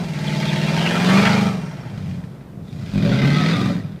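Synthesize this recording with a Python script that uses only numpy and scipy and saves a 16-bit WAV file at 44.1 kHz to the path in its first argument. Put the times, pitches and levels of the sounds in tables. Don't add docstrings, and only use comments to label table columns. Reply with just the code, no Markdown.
import sys
import numpy as np
from scipy import signal
from scipy.fft import rfft, irfft
from scipy.io import wavfile
from scipy.ndimage import uniform_filter1d

SR = 44100
rng = np.random.default_rng(int(sys.argv[2]) if len(sys.argv) > 2 else 0)


def unload_audio(sound):
    columns = np.transpose(np.atleast_2d(sound))
    steps = np.round(np.clip(columns, -1, 1) * 32767)
    wavfile.write(sys.argv[1], SR, steps.astype(np.int16))


N = 176400
T = np.arange(N) / SR
FFT_SIZE = 2 ** 18
HZ = np.maximum(np.arange(FFT_SIZE // 2 + 1) * SR / FFT_SIZE, 1)
UNDERBODY_ECHO_S = 0.12

# t/s, rate/Hz
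FIRING_RATE = [(0.0, 179.8), (0.15, 148.8), (0.52, 151.8), (0.68, 154.9), (0.87, 170), (1.05, 180.1),
               (1.2, 200.4), (1.33, 207.6), (1.47, 202.6), (1.6, 180.7), (1.78, 132.2), (1.95, 98.9),
               (2.1, 90.7), (2.25, 83.5), (2.5, 61.9), (2.7, 72.5), (2.85, 82), (3.0, 106.7), (3.15, 130.1),
               (3.35, 147.8), (3.55, 170.8), (3.72, 176.2), (3.82, 168.5), (4.0, 149.4)]
# f/Hz, level/dB
SIDE_TONE = [(320, -8), (420, -3.5), (530, -4.5), (660, -5.5), (900, -3.5), (1080, -5.5), (1380, -4),
             (1750, -7), (2100, -7.5), (2600, -16.5), (3300, -10.5), (4700, -17.5), (6000, -28),
             (8000, -36), (15000, -48.5)]


def firings(behind, load):
    # boom/dB, delay/firing gaps, rasp/dB
    side_cylinders = [(-1, -0.0215, 1.5), (-1, 0.0584, -1), (4.5, -0.0127, 1), (-1, -0.094, 0.5),
                      (0, 0.0315, -3), (-2.8, -0.086, -7.5), (-3.5, .34, 5), (-3.5, -.15, -2.5)]
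    rear_cylinders = [(-3.5, 0.077, -1), (-0.3, -0.118, 2), (-7, 0.018, -8), (-4.3, 0.0061, 7),
                      (-5.5, -0.099, -2.5), (-7.5, 0.049, 2.5), (-1.5, -0.265, 2.5), (-10, 0.0537, 4.5)]
    # t/s, factor
    unevenness = [(0.0, 0.81), (0.7, 1.04), (0.85, 0.71), (1.17, 0.64), (1.29, 1.53), (1.6, 1.41),
                  (3.0, 0.99), (3.25, 0.75), (3.6, 1.01)]
    # t/s, boom/dB, rasp/dB
    barks = [(2.556, -1, 2), (2.727, -3, 14), (2.937, 9, 1), (2.957, 7, 6), (2.977, 3, 13.5),
             (3.031, 1.5, 8), (3.05, 1, 10), (3.116, -4, 3), (3.193, -22, 6), (3.567, 2.5, 7),
             (3.613, 3, 10.5), (3.659, 6, 9.5), (3.703, 0, 4)]
    count = np.cumsum(in_time(FIRING_RATE)[0]) / SR
    number = np.arange(int(count[-1]))
    timing_luck, level_luck, rasp_luck = rng.standard_normal((1000, 3))[number].T
    at = np.searchsorted(count, number)
    uneven = in_time(unevenness)[0][at]
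    side, rear = np.array(side_cylinders)[number % 8], np.array(rear_cylinders)[number % 8]
    boom_db, delay, rasp_db = blend(side, rear, behind[at, None]).T
    stumble_s = 0.00008 + 0.00211 * np.clip(1 - 2 * load[at], 0, 1)
    times = np.interp(number + uneven * delay, count, T) + stumble_s * timing_luck
    wobble_db = level_luck * blend(3, 1.45, load[at])
    boom_db = uneven * boom_db + wobble_db
    rasp_db = rasp_db + wobble_db + 1.3 * rasp_luck
    for when, bark_db, crack_db in barks:
        nearest = np.argmin(abs(times - when))
        times[nearest], boom_db[nearest], rasp_db[nearest] = when, bark_db, crack_db
    return clicks(times, from_db(boom_db)), clicks(times, from_db(rasp_db))


def exhaust_boom(pulses, behind, load):
    # f/Hz, level/dB
    side_muffler = [(20, -42), (35, -35), (60, -19), (85, -26), (105, -6), (128, 1.5), (152, 2.5),
                    (175, -1), (195, -3.5), (208, -8.5), (235, -11), (265, -12), (300, -27.5), (335, -19),
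                    (360, -28), (395, -24), (430, -17), (480, -24.5), (650, -24.5), (900, -41), (1400, -48),
                    (4000, -77)]
    rear_muffler = [(20, -46), (35, -39), (60, -34.5), (85, -14.5), (105, -4.5), (128, -0.5), (160, 1),
                    (200, 0), (235, -8), (285, -8.5), (330, -28), (380, -21), (450, -29.5), (600, -28.5),
                    (900, -37), (1400, -52), (4000, -62)]
    note = unit_power(blend(coloured(-pulses, side_muffler), coloured(-pulses, rear_muffler), behind))
    burble = from_db(4.5) * low_pass(note, cutoff_hz=133)
    coasting = np.clip(2 - 4 * load, 0, 1)
    note = blend(note, burble, coasting)
    return steady(note + from_db(-16) * echoes(note, UNDERBODY_ECHO_S))


def engine_overtones(behind, load):
    overtones = {10: (-12.5, -20, -33), 11: (-14.5, -45, -11), 14: (-24, -29, -18), 17: (-26.5, -23, -38),
                 18: (-22, -30, -28), 19: (-22.5, -31, -46), 22: (-27, -28, -27.5), 26: (-24, -40, -29),
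                 28: (-33, -38, -38), 32: (-21, -20, -38), 34: (-22.5, -48, -33), 35: (-25, -30, -29.5),
                 46: (-24, -38, -29), 47: (-34, -29, -42), 48: (-32, -22, -50), 51: (-45, -22, -38),
                 53: (-44, -21.5, -43)}
    cycles = np.cumsum(in_time(FIRING_RATE)[0] / 8) / SR
    alongside = ramp(start_s=0.96, length_s=0.2)
    tones = 0
    for multiple, db in overtones.items():
        front, side, rear = from_db(db)
        gain = blend(blend(front, side, alongside), rear, behind)
        tones += gain * np.sin(2 * np.pi * (multiple * cycles + rng.random()))
    pulling = np.clip(5 * load - 2, 0, 1)
    return from_db(1) * np.sqrt(2) * pulling * tones


def tailpipe_gas(pulses, puff_s=0.0022, crack_share=0.48):
    puffs = unit_power(signal.lfilter([1], [1, -np.exp(-1 / (puff_s * SR))], pulses + 1e-18))
    jet = unit_power((puffs + 1) * rng.standard_normal(N))
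    cracks = unit_power(echoes(pulses, UNDERBODY_ECHO_S))
    return np.sqrt(1 - crack_share) * jet + np.sqrt(crack_share) * cracks


def pipe_and_wheel_rush(noise, behind):
    # f/Hz, level/dB
    rear_tone = [(310, -2.5), (400, 1), (480, 2), (600, 3), (900, -8), (1250, -2.5), (1780, -10),
                 (2200, -15.5), (3000, -18), (3800, -18), (4800, -21.5), (6500, -34.5), (15000, -43)]
    # f/Hz, width/Hz, boost/dB
    side_rings = [(430, 25.05, 2), (650, 69, 11), (820, 49, 4), (920, 25, 5.5), (1340, 170, -0.5),
                  (2140, 240, 1.5), (2434, 110, 6.5), (2726, 90, 7), (3100, 38, 5), (4680, 610, 1.5)]
    rear_rings = [(372.3, 72, 5.31), (655, 51, 1.976), (1500, 99, 2.6), (2020, 340, 6.03), (2455, 110, 6),
                  (2800, 23, 1.3), (3630, 760, 6.4), (4850, 780, 4.7)]
    noise = flickering(noise)
    side = unit_power(coloured(noise, SIDE_TONE, side_rings))
    rear = unit_power(coloured(noise, rear_tone, rear_rings))
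    return blend(side, rear, behind)


def tailpipe_snarl(pulses):
    # t/s, length/s, f/Hz, glide/(Hz per s), width/Hz, level/dB
    rings = [(0.6, .25, 890, 30, 22, -40), (1.3, .11, 1390, 0, 110, -29), (3.1, .075, 570, 0, 70, -30),
             (3.08, .08, 390, 200, 60, -32), (3.28, .09, 1555, 0, 50, -35), (3.27, .1, 2060, 0, 80, -33),
             (3.41, .08, 1270, 100, 50, -29), (3.59, .085, 1225, -150, 70, -31)]
    snarl = 0
    for when, length, hz, glide, width_hz, db in rings:
        tone = np.exp(1j * glide_phase(when, hz, glide))
        ring = low_pass(pulses / tone + 1e-18, width_hz / 2) * tone
        snarl += from_db(db) * swell(when, length) * steady(ring.real)
    return snarl


def snow_grains(per_second=2500):
    sizes = from_db(-np.minimum(rng.exponential(1, N), 5)) * rng.choice([-1, 1], N)
    return unit_power(sizes * (rng.random(N) < per_second / SR))


def snow_spray(grains, gas):
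    spray = coloured(grains + gas + 0.83 * rng.standard_normal(N), SIDE_TONE)
    return steady(band(spray, 6550, 20300))


def tyre_squeals():
    # t/s, length/s, f/Hz, glide/(Hz per s), level/dB
    squeals = [(.28, 0.0083, 3270, -3000, -26), (.43, 0.02, 2104, -1000, -33),
               (.49, 0.017, 3484, -3000, -29), (.515, 0.0083, 2440, -1000, -34),
               (.81, 0.035, 3000, -2500, -29.5), (.873, 0.021, 2760, -3000, -25),
               (.965, .016, 1410, -1000, -28)]
    return rough_tones(squeals)


def throttle_whistles():
    # t/s, length/s, f/Hz, glide/(Hz per s), level/dB
    whistles = [(1.72, 0.14, 5600, -1200, -56.5), (1.624, 0.085, 8600, -1200, -62),
                (2.7, 0.045, 3600, 0, -56), (3.2, 0.062, 3000, 0, -49)]
    return rough_tones(whistles)


def rumble():
    # t/s, level/dB
    levels = [(0.0, -29.5), (0.1, -53), (0.14, -52), (1.46, -41), (1.49, -62), (2.21, -43), (2.29, -61),
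              (2.8, -47), (2.9, -52), (2.94, -22), (3.04, -40), (3.11, -26), (3.2, -58), (3.24, -28),
              (3.6, -69), (3.71, -37), (3.82, -69), (4.0, -59)]
    return from_db(in_time(levels)[0] - 4.5) * steady(band(rng.standard_normal(N), 32, 58))


def night_air():
    # f/Hz, level/dB
    tone = [(20, -33), (60, 5), (200, 6), (600, -6.5), (2000, -24.5), (5000, -33), (15000, -38.5)]
    return from_db(-40) * unit_power(coloured(rng.standard_normal(N), tone))


def echoes(x, fade_s):
    tail = rng.standard_normal(SR) * from_db(-60 * T[:SR] / fade_s)
    return signal.fftconvolve(x, tail / np.linalg.norm(tail))[:N]


def rough_tones(rows):
    flutter = unit_power(band(rng.standard_normal(N), 24, 204))
    tones = sum(from_db(db) * swell(when, length) * np.sin(glide_phase(when, hz, glide))
                for when, length, hz, glide, db in rows)
    return np.sqrt(2) * flutter * tones


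def flickering(x, depth_db=3):
    bands = signal.stft(x, nperseg=512)[2]
    wander = uniform_filter1d(rng.standard_normal(bands.shape), size=6, axis=1)
    wander = unit_power(uniform_filter1d(wander, size=2, axis=0))
    return signal.istft(bands * from_db(depth_db * wander))[1][:N]


def coloured(x, tone, rings=()):
    hz, db = np.transpose(tone)
    db = np.interp(np.log(HZ), np.log(hz), db)
    db += sum(boost / (1 + (2 * (HZ - f) / width) ** 2) for f, width, boost in rings)
    cepstrum = irfft(np.log(from_db(db)))
    cepstrum[1:FFT_SIZE // 2] *= 2
    cepstrum[FFT_SIZE // 2 + 1:] = 0
    return irfft(rfft(x, FFT_SIZE) * np.exp(rfft(cepstrum)))[:N]


def band(x, low_hz, high_hz):
    edges = [low_hz, min(high_hz, .45 * SR)]
    return signal.sosfilt(signal.butter(4, edges, "band", fs=SR, output="sos"), x)


def low_pass(x, cutoff_hz):
    return signal.sosfilt(signal.butter(2, cutoff_hz, fs=SR, output="sos"), x)


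def clicks(times, gain):
    at = np.clip(times * SR, 0, N - 2)
    i = at.astype(int)
    return np.bincount(i, gain * (1 - at + i), N) + np.bincount(i + 1, gain * (at - i), N)


def glide_phase(when, hz, glide):
    return 2 * np.pi * (hz + glide * (T - when) / 2) * (T - when)


def swell(when, length):
    return np.exp(-((T - when) / length) ** 2)


def ramp(start_s, length_s):
    return np.clip((T - start_s) / length_s, 0, 1)


def blend(a, b, amount):
    return (1 - amount) * a + amount * b


def in_time(rows):
    times, *columns = np.transpose(rows)
    return [np.interp(T, times, column) for column in columns]


def steady(x, size=4000):
    power = uniform_filter1d(uniform_filter1d(x * x, size), size)
    return x / np.sqrt(np.abs(power) + 1e-12)


def unit_power(x):
    return x / np.sqrt(np.mean(x ** 2) + 1e-20)


def from_db(db):
    return 10 ** (np.asarray(db) / 20)


def scene():
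    # t/s, boom/dB, rasp/dB, hiss/dB, snow spray/dB
    levels = [(0.0, -24, -34, -40, -52), (0.08, -26.5, -38, -42.5, -53.5), (0.33, -21.5, -33.5, -33, -47.5),
              (0.71, -20, -28.5, -29.5, -46.5), (0.89, -23, -22.5, -29, -43.5),
              (1.01, -20, -23.5, -28.5, -43.5), (1.15, -14, -19.5, -25, -39.5),
              (1.27, -17.5, -18.5, -23.5, -41.5), (1.46, -19, -28, -33, -46.5),
              (1.6, -27, -38.5, -46.5, -57), (1.82, -33, -40, -52, -63.5),
              (2.12, -25.5, -45.5, -49.5, -61.5), (2.26, -34.5, -48.5, -59.5, -69),
              (2.5, -43.5, -53, -65, -91), (2.58, -32.5, -56.5, -72, -86), (2.68, -38, -56, -56.5, -67),
              (2.77, -30, -47, -52, -63), (2.93, -26, -41.5, -43, -58), (2.94, -26, -40, -41, -53),
              (2.97, -18, -36.5, -39, -57), (3.16, -16.5, -23.5, -29.5, -52), (3.18, -21, -31, -32, -54),
              (3.25, -12.5, -23.5, -30.5, -52), (3.27, -14, -29, -30, -50), (3.5, -19, -25.5, -27, -49),
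              (3.71, -20.5, -29.5, -37.5, -53.5), (3.83, -27, -43, -52, -68),
              (3.98, -36, -51.5, -57.5, -84)]
    boom_db, rasp_db, hiss_db, spray_db = in_time(levels)
    behind = ramp(start_s=1.7, length_s=0.9)
    load = (rasp_db - rasp_db.min()) / np.ptp(rasp_db)
    boom_pulses, rasp_pulses = firings(behind, load)
    gas, grains = tailpipe_gas(rasp_pulses), snow_grains()
    rush = pipe_and_wheel_rush(gas + from_db(-2.5) * grains, behind)
    rasp = from_db(rasp_db - 3) * steady(band(rush, 304, 2080))
    hiss = from_db(hiss_db - 1.67) * steady(band(rush, 2100, 6500))
    spray = from_db(spray_db + 2.86) * snow_spray(grains, gas)
    note = exhaust_boom(boom_pulses, behind, load) + engine_overtones(behind, load)
    boom = from_db(boom_db + 0.9) * note
    truck = boom + rasp + hiss + tailpipe_snarl(rasp_pulses) + spray + tyre_squeals() + throttle_whistles()
    air = night_air()
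    lot_echo = from_db(-14) * echoes(truck, fade_s=0.48)
    return (truck + lot_echo + air + rumble())[None]


def record(dry, cutoff_hz=15250):
    return irfft(rfft(dry, FFT_SIZE) / np.sqrt(1 + (HZ / cutoff_hz) ** 300))[:, :N]


dry = scene()
out = record(dry)
unload_audio(out)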